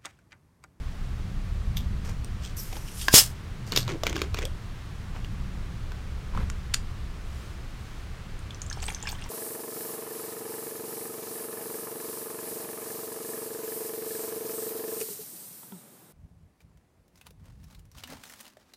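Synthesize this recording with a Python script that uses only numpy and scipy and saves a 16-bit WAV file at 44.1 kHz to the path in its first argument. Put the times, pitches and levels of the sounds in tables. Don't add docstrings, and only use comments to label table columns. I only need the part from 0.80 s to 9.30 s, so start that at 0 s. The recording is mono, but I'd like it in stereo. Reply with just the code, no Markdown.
import sys
import numpy as np
from scipy import signal
from scipy.fft import rfft, irfft
from scipy.io import wavfile

SR = 44100
rng = np.random.default_rng(int(sys.argv[2]) if len(sys.argv) > 2 else 0)


def unload_wav(signal):
    wavfile.write(
        sys.argv[1],
        SR,
        np.round(np.clip(np.atleast_2d(signal).T, -1, 1) * 32767).astype(np.int16),
    )


N = 374850
TIME = np.arange(N) / SR
BIN_HZ = np.arange(N // 2 + 1) * SR / N


def from_db(db):
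    return 10 ** (np.asarray(db) / 20)


def rms_one(x):
    return x / np.sqrt(np.mean(x ** 2) + 1e-20)


def peak_one(x):
    return x / (np.abs(x).max() + 1e-20)


def at_hz(points, hz):
    return np.interp(np.log(hz + 1), np.log(np.array(points)[:, 0]), np.array(points)[:, 1])


def colour(x, spectrum):
    low_end = np.minimum(BIN_HZ / spectrum[0][0], 1) ** 4
    high_end = np.minimum(spectrum[-1][0] / (BIN_HZ + 1), 1) ** 4
    gain = from_db(at_hz(spectrum, BIN_HZ)) * low_end * high_end
    return rms_one(irfft(rfft(x) * gain, N))


# f/Hz, left-right likeness (1 = the same)
LIKENESS = [(40, 0.89), (110, 0.67), (170, 0.24), (350, 0.453), (1500, 0.73), (5000, 0.5), (9000, 0.86),
            (15000, 0.25)]


def noise():
    alike = np.clip(at_hz(LIKENESS, BIN_HZ), -1, 1)
    mid, side = rfft(rng.standard_normal((2, N)))
    return irfft(np.sqrt(1 + alike) * mid + np.sqrt(1 - alike) * side * [[1], [-1]], N)


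def grains(per_s, spread_db):
    chance = rng.uniform(-1, 1, N) * SR / per_s
    born = np.abs(chance) < 1
    size_db = spread_db * np.minimum(-np.log(np.abs(chance[born])), 4)
    clicks = np.zeros(N)
    clicks[born] = np.sign(chance[born]) * from_db(size_db)
    return clicks


def resonate(x, modes):
    out = 0
    for k, (hz, width, db) in enumerate(modes):
        r = np.exp(-np.pi * width / SR)
        poles = [1, -2 * r * np.cos(2 * np.pi * hz / SR), r * r]
        ring = (1 - r * r) / 2 * signal.lfilter([1, 0, -1], poles, x + 1e-18)
        out = out + (-1) ** k * from_db(db) * ring
    return out


def fade(t60):
    return from_db(-60 * TIME[:SR // 8] / t60)


def ping(hz, t60, rise=0.0, build_cycles=0.0092):
    decay = fade(t60)
    t = TIME[:len(decay)]
    build = 1 - np.exp(-t * hz / build_cycles)
    cycles = hz * t * (1 + rise * np.minimum(t / t60, 1) / 2)
    return peak_one(np.sin(2 * np.pi * cycles) * decay * build)


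def crack(t60):
    decay = fade(t60)
    burst = rng.standard_normal(len(decay)) * decay
    burst[0] = 4
    return peak_one(burst)


def add(track, s, sound):
    at = round(s * SR)
    track[at:at + len(sound)] += sound[:N - at]


def flutter(depth_db, per_s):
    knots = np.arange(0, N / SR + 1, 1 / per_s)
    return from_db(depth_db * np.interp(TIME, knots, rng.standard_normal(len(knots))))


def swell(s, db, attack_s, hold_s, release_s):
    gain = np.zeros(N)
    near = slice(*np.searchsorted(TIME, [s - 2 * attack_s, s + hold_s + 2 * release_s]))
    before = np.maximum((s - TIME[near]) / attack_s, 0)
    after = np.maximum((TIME[near] - s - hold_s) / release_s, 0)
    gain[near] = from_db(db - 60 * (before + after))
    return gain


def strokes(rows, attack_s, release_s):
    return np.max([swell(s, db, attack_s, hold_s, release_s) for s, db, hold_s in rows], axis=0)


def wavering(hz, width_hz):
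    lowpass = signal.butter(2, width_hz / 2, fs=SR, output="sos")
    waver = signal.sosfilt(lowpass, rng.standard_normal((2, N)))
    phase = 2 * np.pi * np.cumsum(hz) / SR
    return rms_one(waver[0] * np.cos(phase) + waver[1] * np.sin(phase))


def bubbles(per_s, pitches, cycles, tilt_db):
    out = 0
    for hz in pitches:
        births = grains(per_s / len(pitches), spread_db=8.0)
        out = out + resonate(births, [(hz, hz / cycles, tilt_db * np.log2(hz / pitches[0]))])
    return rms_one(out)


def spread(x, near_db, near_t60):
    decay = fade(near_t60)
    scatter = rng.standard_normal(len(decay)) * decay
    side = signal.fftconvolve(x, scatter / np.linalg.norm(scatter))[:N]
    return x + from_db(near_db) * side * [[1], [-1]]


def right_leads(x, samples):
    turn = np.exp(1j * np.pi * samples * np.arange(N // 2 + 1) / N * np.array([[-1], [1]]))
    return irfft(rfft(x) * turn, N)


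ROOM_T60_S = 0.15


def room(x, wall_hz):
    t = TIME[:SR // 2]
    late = t > .004
    tail = rng.standard_normal((2, len(t))) * from_db(-60 * t / ROOM_T60_S) * late
    tail = signal.sosfilt(signal.butter(1, wall_hz, fs=SR, output="sos"), tail)
    tail = tail / np.linalg.norm(tail, axis=1, keepdims=True)
    return signal.fftconvolve(x, tail, axes=1)[:, :N]


# f/Hz, level/dB per Hz
AIR = [(150, -9), (250, -5.5), (378, -6), (593, -11), (950, -12), (1160, -10), (4300, -19.5), (15500, -35)]
AIR_DB = -48


def room_hiss():
    return from_db(AIR_DB) * colour(noise(), AIR)


# t/s, deep level/dB, upper level/dB
RUMBLE = [(0.0, -33.5, -42.5), (0.52, -35, -40), (0.8, -31.5, -41), (0.97, -30.5, -36), (1.7, -38.5, -44.5),
          (2.79, -39, -43.5), (2.98, -40, -37.5), (3.64, -34, -44.5), (4.07, -41.5, -45.5),
          (4.57, -36, -39), (5.21, -38, -43.5), (6.3, -37.5, -44.5), (6.67, -41, -47), (8.5, -41, -47)]
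# f/Hz, level/dB per Hz
DEEP = [(20, 2.5), (30, 1.5), (48, -7), (68, 1.5), (90, -10.5), (120, -19.5)]
UPPER = [(60, -48), (85, -3.5), (110, 0), (140, -6.5), (190, -7.5), (260, -20.5), (400, -31), (700, -39.5)]
RUMBLE_DEEP_DB, RUMBLE_UPPER_DB = 3, 3.5


def movement_rumble():
    s, deep_db, upper_db = np.transpose(RUMBLE)
    deep = from_db(RUMBLE_DEEP_DB + np.interp(TIME, s, deep_db)) * colour(noise(), DEEP)
    upper = from_db(RUMBLE_UPPER_DB + np.interp(TIME, s, upper_db)) * colour(noise(), UPPER)
    return (deep + upper) * from_db([[.4], [-.4]])


# t/s, level/dB, f/Hz
BUMPS = [(0.88, -20.5, 61), (3.07, -20.5, 106), (3.533, -20, 78), (5.537, -20.5, 39.7), (5.636, -24, 55)]


def bumps(length_s):
    out = np.zeros(N)
    for s, db, hz in BUMPS:
        bell = np.exp(-((TIME - s) / length_s) ** 2)
        out = out + from_db(db) * bell * np.sin(2 * np.pi * hz * (TIME - s))
    return out


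# t/s, level/dB, hold/s
BRUSHES = [(6.57, -54.5, 0.071), (6.98, -59.5, 0.21)]
BRUSH_ATTACK_S, BRUSH_RELEASE_S = 0.87, 1


def sleeves():
    cloth = colour(noise(), [(800, 0.5), (6500, -2.0), (15000, -10.5)])
    return strokes(BRUSHES, BRUSH_ATTACK_S, BRUSH_RELEASE_S) * cloth


def background():
    return movement_rumble() + bumps(length_s=0.01) + right_leads(room_hiss() + sleeves(), samples=1.0)


# f/Hz, level/dB per Hz
SLIDE_COLOUR = [(90, -2.5), (200, 5), (300, -11.5), (520, -12.5), (700, -20), (2200, -21.5), (4000, -33),
                (12000, -44)]
# t/s, level/dB
SCUFFS = [(5.536, -36), (5.549, -32), (5.5743, -23), (5.58, -37), (5.605, -35)]
# f/Hz, width/Hz, level/dB
SCUFF_MODES = [(520, 290, -3), (1030, 220, 10.5), (1500, 500, 0.5), (2230, 520, -5)]
SLIDE_S, SLIDE_DB, SLIDE_ATTACK_S, SLIDE_HOLD_S, SLIDE_RELEASE_S = 5.55, -35.5, 0.053, 0.072, 0.3
TABLE_DB, TABLE_RELEASE_S = -27, 1


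def glass_slide(judder_spread_db):
    catches = np.zeros(N)
    for s, db in SCUFFS:
        add(catches, s, from_db(db) * peak_one(resonate(crack(t60=0.022), SCUFF_MODES)))
    drag = swell(SLIDE_S, SLIDE_DB, SLIDE_ATTACK_S, SLIDE_HOLD_S, SLIDE_RELEASE_S)
    table = swell(SLIDE_S, TABLE_DB, SLIDE_ATTACK_S, SLIDE_HOLD_S, TABLE_RELEASE_S) * colour(noise(), DEEP)
    judder = colour(grains(per_s=1500, spread_db=judder_spread_db), SLIDE_COLOUR)
    return drag * spread(judder, near_db=-2.5, near_t60=0.025) + table + catches


# t/s, level/dB, body level/dB
KNOCKS = [(5.7, -23, 3), (5.938, -23, -27), (5.9403, -10, -28.5), (5.9432, -8.5, -8), (5.95, -33, -15)]
# f/Hz, width/Hz, level/dB
ICE = [(1430, 130, 11.5), (2350, 1700, 15.5), (3500, 250, 3), (4100, 390, -20), (4950, 3300, 7.5),
       (6900, 590, 20)]


def ice(crack_t60, tick_db, body_hz, body_t60, lowest_hz, highest_hz):
    out = np.zeros(N)
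    for s, db, body_db in KNOCKS:
        hit = crack(crack_t60)
        cube = peak_one(resonate(hit, ICE)) + from_db(tick_db) * hit
        body = from_db(body_db) * ping(body_hz, body_t60)
        add(out, s, from_db(db) * (1.26 * cube + 0.36 * body))
    band = signal.butter(2, [lowest_hz, highest_hz], "band", fs=SR, output="sos")
    return signal.sosfilt(band, out + 1e-18)


# t/s, level/dB, f/Hz
DROPS = [(7.591, -32, 8950), (7.707, -29.5, 3390), (7.746, -28.5, 5930), (7.818, -19.5, 6700),
         (7.864, -27.5, 7360), (7.9, -20.5, 6300), (7.908, -30, 6560), (7.9125, -25, 1670),
         (7.928, -20, 5330), (8.002, -30, 4480), (8.022, -25, 5550), (8.029, -21, 7700),
         (8.0555, -24, 8060), (8.065, -20, 8200), (8.082, -18.5, 2320), (8.086, -24, 3300),
         (8.096, -24, 10000), (8.102, -23, 2320), (8.1472, -16.5, 6180), (8.227, -17, 7080),
         (8.255, -27.5, 1700), (8.271, -23.5, 2590), (8.2805, -27, 7200), (8.2887, -23, 4630),
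         (8.29, -27, 3470), (8.299, -24, 4500), (8.312, -20, 13500), (8.3295, -35, 1600),
         (8.422, -28, 2700), (8.44, -28, 5670), (8.489, -27, 13000)]
# f/Hz, width/Hz, level/dB
GLASS_AIR = [(480, 260, -6), (865, 130, 8), (1790, 120, -1), (2540, 510, 1), (3270, 790, -6)]


def drops(ring_t60, rise, splat_db, splat_t60, hollow_db):
    out = np.zeros(N)
    for s, db, hz in DROPS:
        splat = peak_one(resonate(crack(splat_t60), [(hz, hz * 0.36, 0), (10500, 6000, -14)]))
        bubble = ping(hz, ring_t60, rise, build_cycles=1.6)
        add(out, s, from_db(db) * (.55 * bubble + from_db(splat_db) * splat))
    return out + from_db(hollow_db) * resonate(out, GLASS_AIR)


# t/s, level/dB, f/Hz
PLOPS = [(7.973, -32.5, 800), (8.086, -28.5, 855), (8.118, -36, 810), (8.236, -33.5, 840),
         (8.328, -36, 930), (8.461, -38.5, 930)]


def plops(thump_t60, note_db, note_t60, rise):
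    out = np.zeros(N)
    for s, db, hz in PLOPS:
        glass_air = ping(GLASS_AIR[0][0], 2 * thump_t60)
        thump = peak_one(ping(hz, thump_t60, build_cycles=0.52) + .5 * glass_air)
        note = ping(hz, note_t60, rise)
        add(out, s, from_db(db) * (thump + from_db(note_db) * note))
    return out


# t/s, hold/s, splash level/dB, fizz level/dB
GUSHES = [(8.024, 0.015, -44.5, -41), (8.081, 0.037, -44.5, -41.5), (8.268, 0.023, -40, -52),
          (8.283, 0.011, -44, -39), (8.455, 0.06, -55, -47)]
# f/Hz, level/dB per Hz
PATTER_COLOUR = [(700, 6), (1700, 1), (5000, 0), (12000, -19)]
TRICKLE_S, TRICKLE_ATTACK_S, TRICKLE_SPLASH_DB, TRICKLE_FIZZ_DB = 7.95, 0.27, -51.5, -55
GUSH_ATTACK_S, GUSH_RELEASE_S = 0.078, 0.22


def pour(splashes_per_s, blip_db, splash_db, patter_db):
    splash = rms_one(resonate(grains(splashes_per_s, spread_db=10.0), GLASS_AIR))
    blips = bubbles(1100, np.geomspace(1100, 6000, num=14), cycles=23, tilt_db=0.5)
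    impacts = signal.fftconvolve(np.abs(grains(per_s=400, spread_db=4.5)), fade(t60=0.0046))[:N]
    patter = colour(impacts * rng.standard_normal(N), PATTER_COLOUR)
    fizz = bubbles(2600, np.geomspace(6000, 15000, num=24), cycles=12, tilt_db=-4.0)
    fizz = fizz * flutter(depth_db=4.5, per_s=210)
    trickle = swell(TRICKLE_S, 0, TRICKLE_ATTACK_S, N / SR, GUSH_RELEASE_S)
    flow, foam = from_db(TRICKLE_SPLASH_DB) * trickle, from_db(TRICKLE_FIZZ_DB) * trickle
    for s, hold_s, flow_db, foam_db in GUSHES:
        gush = swell(s, 0, GUSH_ATTACK_S, hold_s, GUSH_RELEASE_S)
        flow = np.maximum(flow, from_db(flow_db) * gush)
        foam = np.maximum(foam, from_db(foam_db) * gush)
    water = from_db(splash_db) * splash + from_db(blip_db) * blips + from_db(patter_db) * patter
    return flow * water + foam * fizz


# t/s, level/dB, hold/s, treble level/dB
GRIPS = [(1.249, -47.5, 0.014, -2), (1.29, -49, 0.012, -1.5), (2.87, -47.5, 0.018, -0.5),
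         (4.351, -47, 0.023, -16)]
# f/Hz, level/dB per Hz
SKIN_COLOUR = [(350, 3), (1700, -3), (3000, -7.5), (5000, -27)]
LABEL_COLOUR = [(4500, -1), (5800, 0), (9000, -6), (15000, -13)]
GRIP_ATTACK_S, GRIP_RELEASE_S = 0.036, 0.15


def grips(slips_per_s):
    skin = colour(grains(slips_per_s, spread_db=3.5), SKIN_COLOUR)
    label = colour(grains(slips_per_s, spread_db=5.0), LABEL_COLOUR)
    out = np.zeros(N)
    for s, db, hold_s, treble_db in GRIPS:
        grip = swell(s, db, GRIP_ATTACK_S, hold_s, GRIP_RELEASE_S)
        out = out + grip * (skin + from_db(treble_db) * label)
    return out


# t/s, level/dB, rise/s, f/Hz, ring level/dB
CREAKS = [(0.970, -39.5, 0.035, 3460, 9), (1.648, -41, 0.12, 3180, -1), (2.082, -44.5, 0.05, 2846, 6),
          (2.215, -37, 0.17, 3300, 0.5), (2.98, -32.5, 0.031, 4396, -8)]
# f/Hz, width/Hz, level/dB
CREAK_MODES = [(4770, 2200, -8), (8700, 1800, -10), (13380, 1000, -14)]
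CREAK_HOLD_S, CREAK_RELEASE_S = 0.0028, 0.19


def cap_creak(ring_width_hz):
    slips = grains(per_s=1500, spread_db=4.0)
    shell = resonate(slips, CREAK_MODES)
    out = np.zeros(N)
    for s, db, rise_s, hz, ring_db in CREAKS:
        creak = rms_one(shell + resonate(slips, [(hz, ring_width_hz, ring_db)]))
        out = out + swell(s, db, rise_s, CREAK_HOLD_S, CREAK_RELEASE_S) * creak
    return out


# t/s, level/dB, hold/s, f/Hz of the wall under them
RUBS = [(1.926, -46, 0.037, 2490), (2.934, -35.5, 0.037, 2886), (3.09, -36.5, 0.015, 1800),
        (3.27, -36.5, 0.012, 3860), (3.329, -39, 0.014, 1250), (3.358, -34, 0.017, 2704),
        (3.411, -42.5, 0.024, 2000), (3.57, -41, 0.055, 2590)]
# f/Hz, level/dB per Hz
RUB_COLOUR = [(250, 11.5), (800, 0), (2300, 4), (4800, -5), (6500, -4), (9000, -14.5), (16000, -24.5)]
RUB_ATTACK_S, RUB_RELEASE_S = 0.11, 0.18
RUB_SAG_OCT_PER_S = 6.4


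def cap_rub(slips_per_s, uneven_db, rasp_db, ring_db, ring_width_hz):
    s, _, _, ring_hz = np.transpose(RUBS)
    nearest = np.searchsorted((s[1:] + s[:-1]) / 2, TIME)
    hz = ring_hz[nearest] * 2 ** (-RUB_SAG_OCT_PER_S * np.clip(TIME - s[nearest], -.04, .04))
    slips = np.abs(grains(slips_per_s, uneven_db))
    slips = rms_one(signal.fftconvolve(slips, fade(t60=0.009))[:N])
    rasp = colour(slips * rng.standard_normal(N), RUB_COLOUR)
    wall = slips * wavering(hz, ring_width_hz)
    stroke = strokes([row[:3] for row in RUBS], RUB_ATTACK_S, RUB_RELEASE_S)
    return stroke * (from_db(rasp_db) * rasp + from_db(ring_db) * wall)


# t/s, level/dB, hold/s
TURNS = [(3.105, -39, 0.062), (3.28, -42.5, 0.054), (3.35, -40, 0.11)]
# t/s, f/Hz
NECK_PITCH = [(3.11, 385), (3.16, 325.6), (3.33, 336.2), (3.42, 371.4), (3.47, 411.4), (3.6, 345.5),
              (3.645, 484), (3.7, 615)]
# f/Hz, width/Hz, level/dB
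BOTTLE_BODY = [(305, 61, -2), (430, 176, -4.5)]
BOTTLE_BODY_DB = -1.5
TURN_ATTACK_S, TURN_RELEASE_S = 0.1, 0.08
LIFT_S, LIFT_DB, LIFT_ATTACK_S, LIFT_HOLD_S, LIFT_RELEASE_S = 3.64, -33.5, 0.11, 0.01, 0.1


def neck():
    hz = np.interp(TIME, *np.transpose(NECK_PITCH))
    note = wavering(hz, width_hz=45)
    body = from_db(BOTTLE_BODY_DB) * rms_one(resonate(grains(per_s=820, spread_db=7.0), BOTTLE_BODY))
    turning = strokes(TURNS, TURN_ATTACK_S, TURN_RELEASE_S)
    tone = np.sin(2 * np.pi * np.cumsum(hz) / SR)
    squeak = np.sqrt(.5) * tone + np.sqrt(.5) * wavering(hz, width_hz=130)
    lift = swell(LIFT_S, LIFT_DB, LIFT_ATTACK_S, LIFT_HOLD_S, LIFT_RELEASE_S)
    return turning * (note + body) + lift * squeak


# t/s, level/dB, ring f/Hz, thud level/dB, crack level/dB
SNAPS = [(0.9705, -16, 3580, -29, -10), (1.446, -21, 8800, -21, -17), (1.928, -31.5, 754, -1.5, 2),
         (1.967, -28.5, 860, -21, -3), (2.2829, -3.5, 1627, -12.5, -6.5), (2.921, -12, 4430, -14, -7.5),
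         (2.936, -28, 4400, -14, -1), (2.9619, -15.5, 3280, -6, 7.5), (2.974, -14, 3400, -2.5, 8),
         (3.011, -26, 4300, -9, -1.5), (3.029, -23.5, 4250, -15, -6.5), (3.079, -19.5, 3940, -6.5, -10),
         (3.2347, -19.5, 662, 0.5, 1.5), (3.2672, -9, 2330, -8.5, -6), (3.2965, -22, 6380, -21, -5),
         (3.364, -19, 1630, -4, -3.5), (3.4172, -13.5, 2380, -7.5, -5.5), (3.544, -19.5, 2460, -1.5, -3),
         (3.588, -19.5, 2340, -5.5, -3.5), (3.653, -18.5, 8280, -18, -1.5), (4.446, -25.5, 2880, -15.5, -9),
         (5.119, -29.5, 1494, -10, -6)]
# f/Hz, width/Hz, level/dB
CAP = [(3440, 710, 2.5), (4500, 250, 5), (5040, 1090, -2), (7200, 685, -0.5), (13100, 790, -12)]
# multiple of the ring pitch, level/dB
WALL_MODES = [(0.66, -12), (1, -1.5), (1.7, -9)]


def cap_snaps(crack_t60, shell_db, wall_cycles, thud_hz, thud_t60):
    thud_width_hz = np.log(1000) / np.pi / thud_t60
    out = np.zeros(N)
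    for s, db, hz, thud_db, crack_db in SNAPS:
        slip = crack(crack_t60)
        wall = 0
        for ratio, mode_db in WALL_MODES:
            mode_hz = hz * ratio
            wall = wall + from_db(mode_db) * ping(mode_hz, wall_cycles / mode_hz, build_cycles=0.71)
        shell = peak_one(peak_one(resonate(slip, CAP)) * from_db(shell_db) + slip)
        thud = peak_one(resonate(slip, [(thud_hz, thud_width_hz, 0), (1100, 400, -3)]))
        add(out, s, from_db(db) * (.5 * wall + from_db(crack_db) * shell + from_db(thud_db) * thud))
    return out


# t/s, level/dB, rise/s, hold/s, release/s, f/Hz, width/Hz
WISPS = [(0.969, -39, 0.012, 0.006, 0.1, 13600, 3200), (1.766, -37.5, 0.016, 0.02, 0.36, 13300, 2200),
         (2.165, -41, 0.2, 0.055, 0.1, 10300, 2600), (2.977, -34.5, 0.012, 0.012, 0.17, 13100, 1000),
         (3.65, -53, 0.015, 0.004, 0.17, 10500, 3000)]


def wisps():
    hiss = np.zeros(N)
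    for s, db, rise_s, hold_s, release_s, hz, width in WISPS:
        hiss = hiss + swell(s, db, rise_s, hold_s, release_s) * wavering(np.full(N, hz), width)
    return hiss * flutter(depth_db=5.5, per_s=90)


# t/s, level/dB, rise/s, hold/s, f/Hz, width/Hz
WHISTLES = [(2.348, -16.5, 0.043, 0.022, 6650, 800), (2.367, -21, 0.08, 0.032, 8170, 600),
            (2.385, -19.5, 0.18, 0.011, 5080, 350)]
WHISTLE_RELEASE_S, WHISTLE_RISE_OCT_PER_S = 0.07, 1.0


def whistles():
    out = np.zeros(N)
    for s, db, rise_s, hold_s, hz, width in WHISTLES:
        glide_hz = hz * 2 ** (WHISTLE_RISE_OCT_PER_S * np.clip(TIME - s, -.1, .1))
        out = out + swell(s, db, rise_s, hold_s, WHISTLE_RELEASE_S) * wavering(glide_hz, width)
    return out


# t/s, level/dB, rise/s, hold/s
SPURTS = [(1.769, -40.5, 0.017, 0.031), (2.184, -42.5, 0.16, 0.044), (2.287, -41.5, 0.1, 0.02)]
# f/Hz, level/dB per Hz
SEEP_COLOUR = [(1500, -12), (3800, -10), (5200, -1), (7000, 0.5), (9000, 1.5), (13000, 1), (14500, -4),
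               (15500, -14)]
BLOW_COLOUR = [(150, -30), (221, -13.5), (302, -11.5), (1220, -11), (2230, -8), (3290, -2.5), (4570, -2.5),
               (5140, 3.5), (5770, -0.5), (8030, 0.5), (12500, -1), (15500, -5.5)]
SPURT_RELEASE_S = 0.22
SEEP_DB = -46.5
BLOW_S, BLOW_DB, BLOW_ATTACK_S, BLOW_HOLD_S, BLOW_RELEASE_S = 2.343, -8, 0.054, 0.045, 0.13
BLOW_TAIL_DB, BLOW_TAIL_S = -16.5, 0.21


def gas(whistle_db, pop_db, pop_hz, pop_t60):
    sputter = wavering(5400 * flutter(depth_db=0.75, per_s=17), width_hz=830)
    seep = from_db(-2.5) * colour(noise(), SEEP_COLOUR) * flutter(depth_db=2.5, per_s=45)
    seep = seep + from_db(-11.5) * sputter * flutter(depth_db=4.5, per_s=45)
    leak = from_db(SEEP_DB) * (TIME > SPURTS[0][0]) * (TIME < BLOW_S)
    for s, db, rise_s, hold_s in SPURTS:
        leak = leak + swell(s, db, rise_s, hold_s, SPURT_RELEASE_S)
    pop = np.zeros(N)
    add(pop, 2.340, from_db(pop_db) * (ping(pop_hz, pop_t60) + from_db(-16.0) * ping(196, 0.0288)))
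    blow = swell(BLOW_S, BLOW_DB, BLOW_ATTACK_S, BLOW_HOLD_S, BLOW_RELEASE_S)
    blow = blow * flutter(depth_db=1.2, per_s=270)
    tail = swell(BLOW_S, BLOW_TAIL_DB, BLOW_ATTACK_S, BLOW_HOLD_S, BLOW_TAIL_S)
    tail = tail * flutter(depth_db=2.5, per_s=300)
    jet = np.maximum(blow, tail) * colour(noise(), BLOW_COLOUR)
    return leak * seep + jet + from_db(whistle_db) * whistles() + wisps() + pop


def scene():
    cubes = ice(crack_t60=0.012, tick_db=5.0, body_hz=1430, body_t60=0.015, lowest_hz=1310, highest_hz=9500)
    drink = drops(ring_t60=0.012, rise=0.11, splat_db=-3.5, splat_t60=0.018, hollow_db=-8.0)
    drink = drink + plops(thump_t60=0.0068, note_db=-10.5, note_t60=0.08, rise=0.08)
    drink = drink + pour(splashes_per_s=910, blip_db=-1.5, splash_db=-5.5, patter_db=-5.0)
    cap = grips(slips_per_s=3000) + cap_creak(ring_width_hz=550) + neck()
    cap = cap + cap_rub(slips_per_s=600, uneven_db=3.0, rasp_db=-1.0, ring_db=-8.0, ring_width_hz=1000)
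    cap = cap + cap_snaps(crack_t60=0.021, shell_db=0.0, wall_cycles=31, thud_hz=405, thud_t60=0.014)
    jet = gas(whistle_db=1.0, pop_db=-2.5, pop_hz=366, pop_t60=0.0046)
    close = right_leads(spread(cap + cubes, near_db=-8.5, near_t60=0.0049), samples=0.99)
    close = close + right_leads(spread(drink, near_db=-11.0, near_t60=0.012), samples=1.8)
    close = close + right_leads(jet, samples=1.37)
    close = close * from_db([[-.3], [.3]])
    close = close + glass_slide(judder_spread_db=1.5)
    return close + from_db(-13.5) * room(close, wall_hz=9030) + background()


CUTOFF_HZ = 15800


def record(dry):
    lowpass = signal.ellip(10, .1, 70, CUTOFF_HZ, fs=SR, output="sos")
    return signal.sosfilt(lowpass, np.clip(dry, -1, 1))


dry = scene()
out = record(dry)
unload_wav(out)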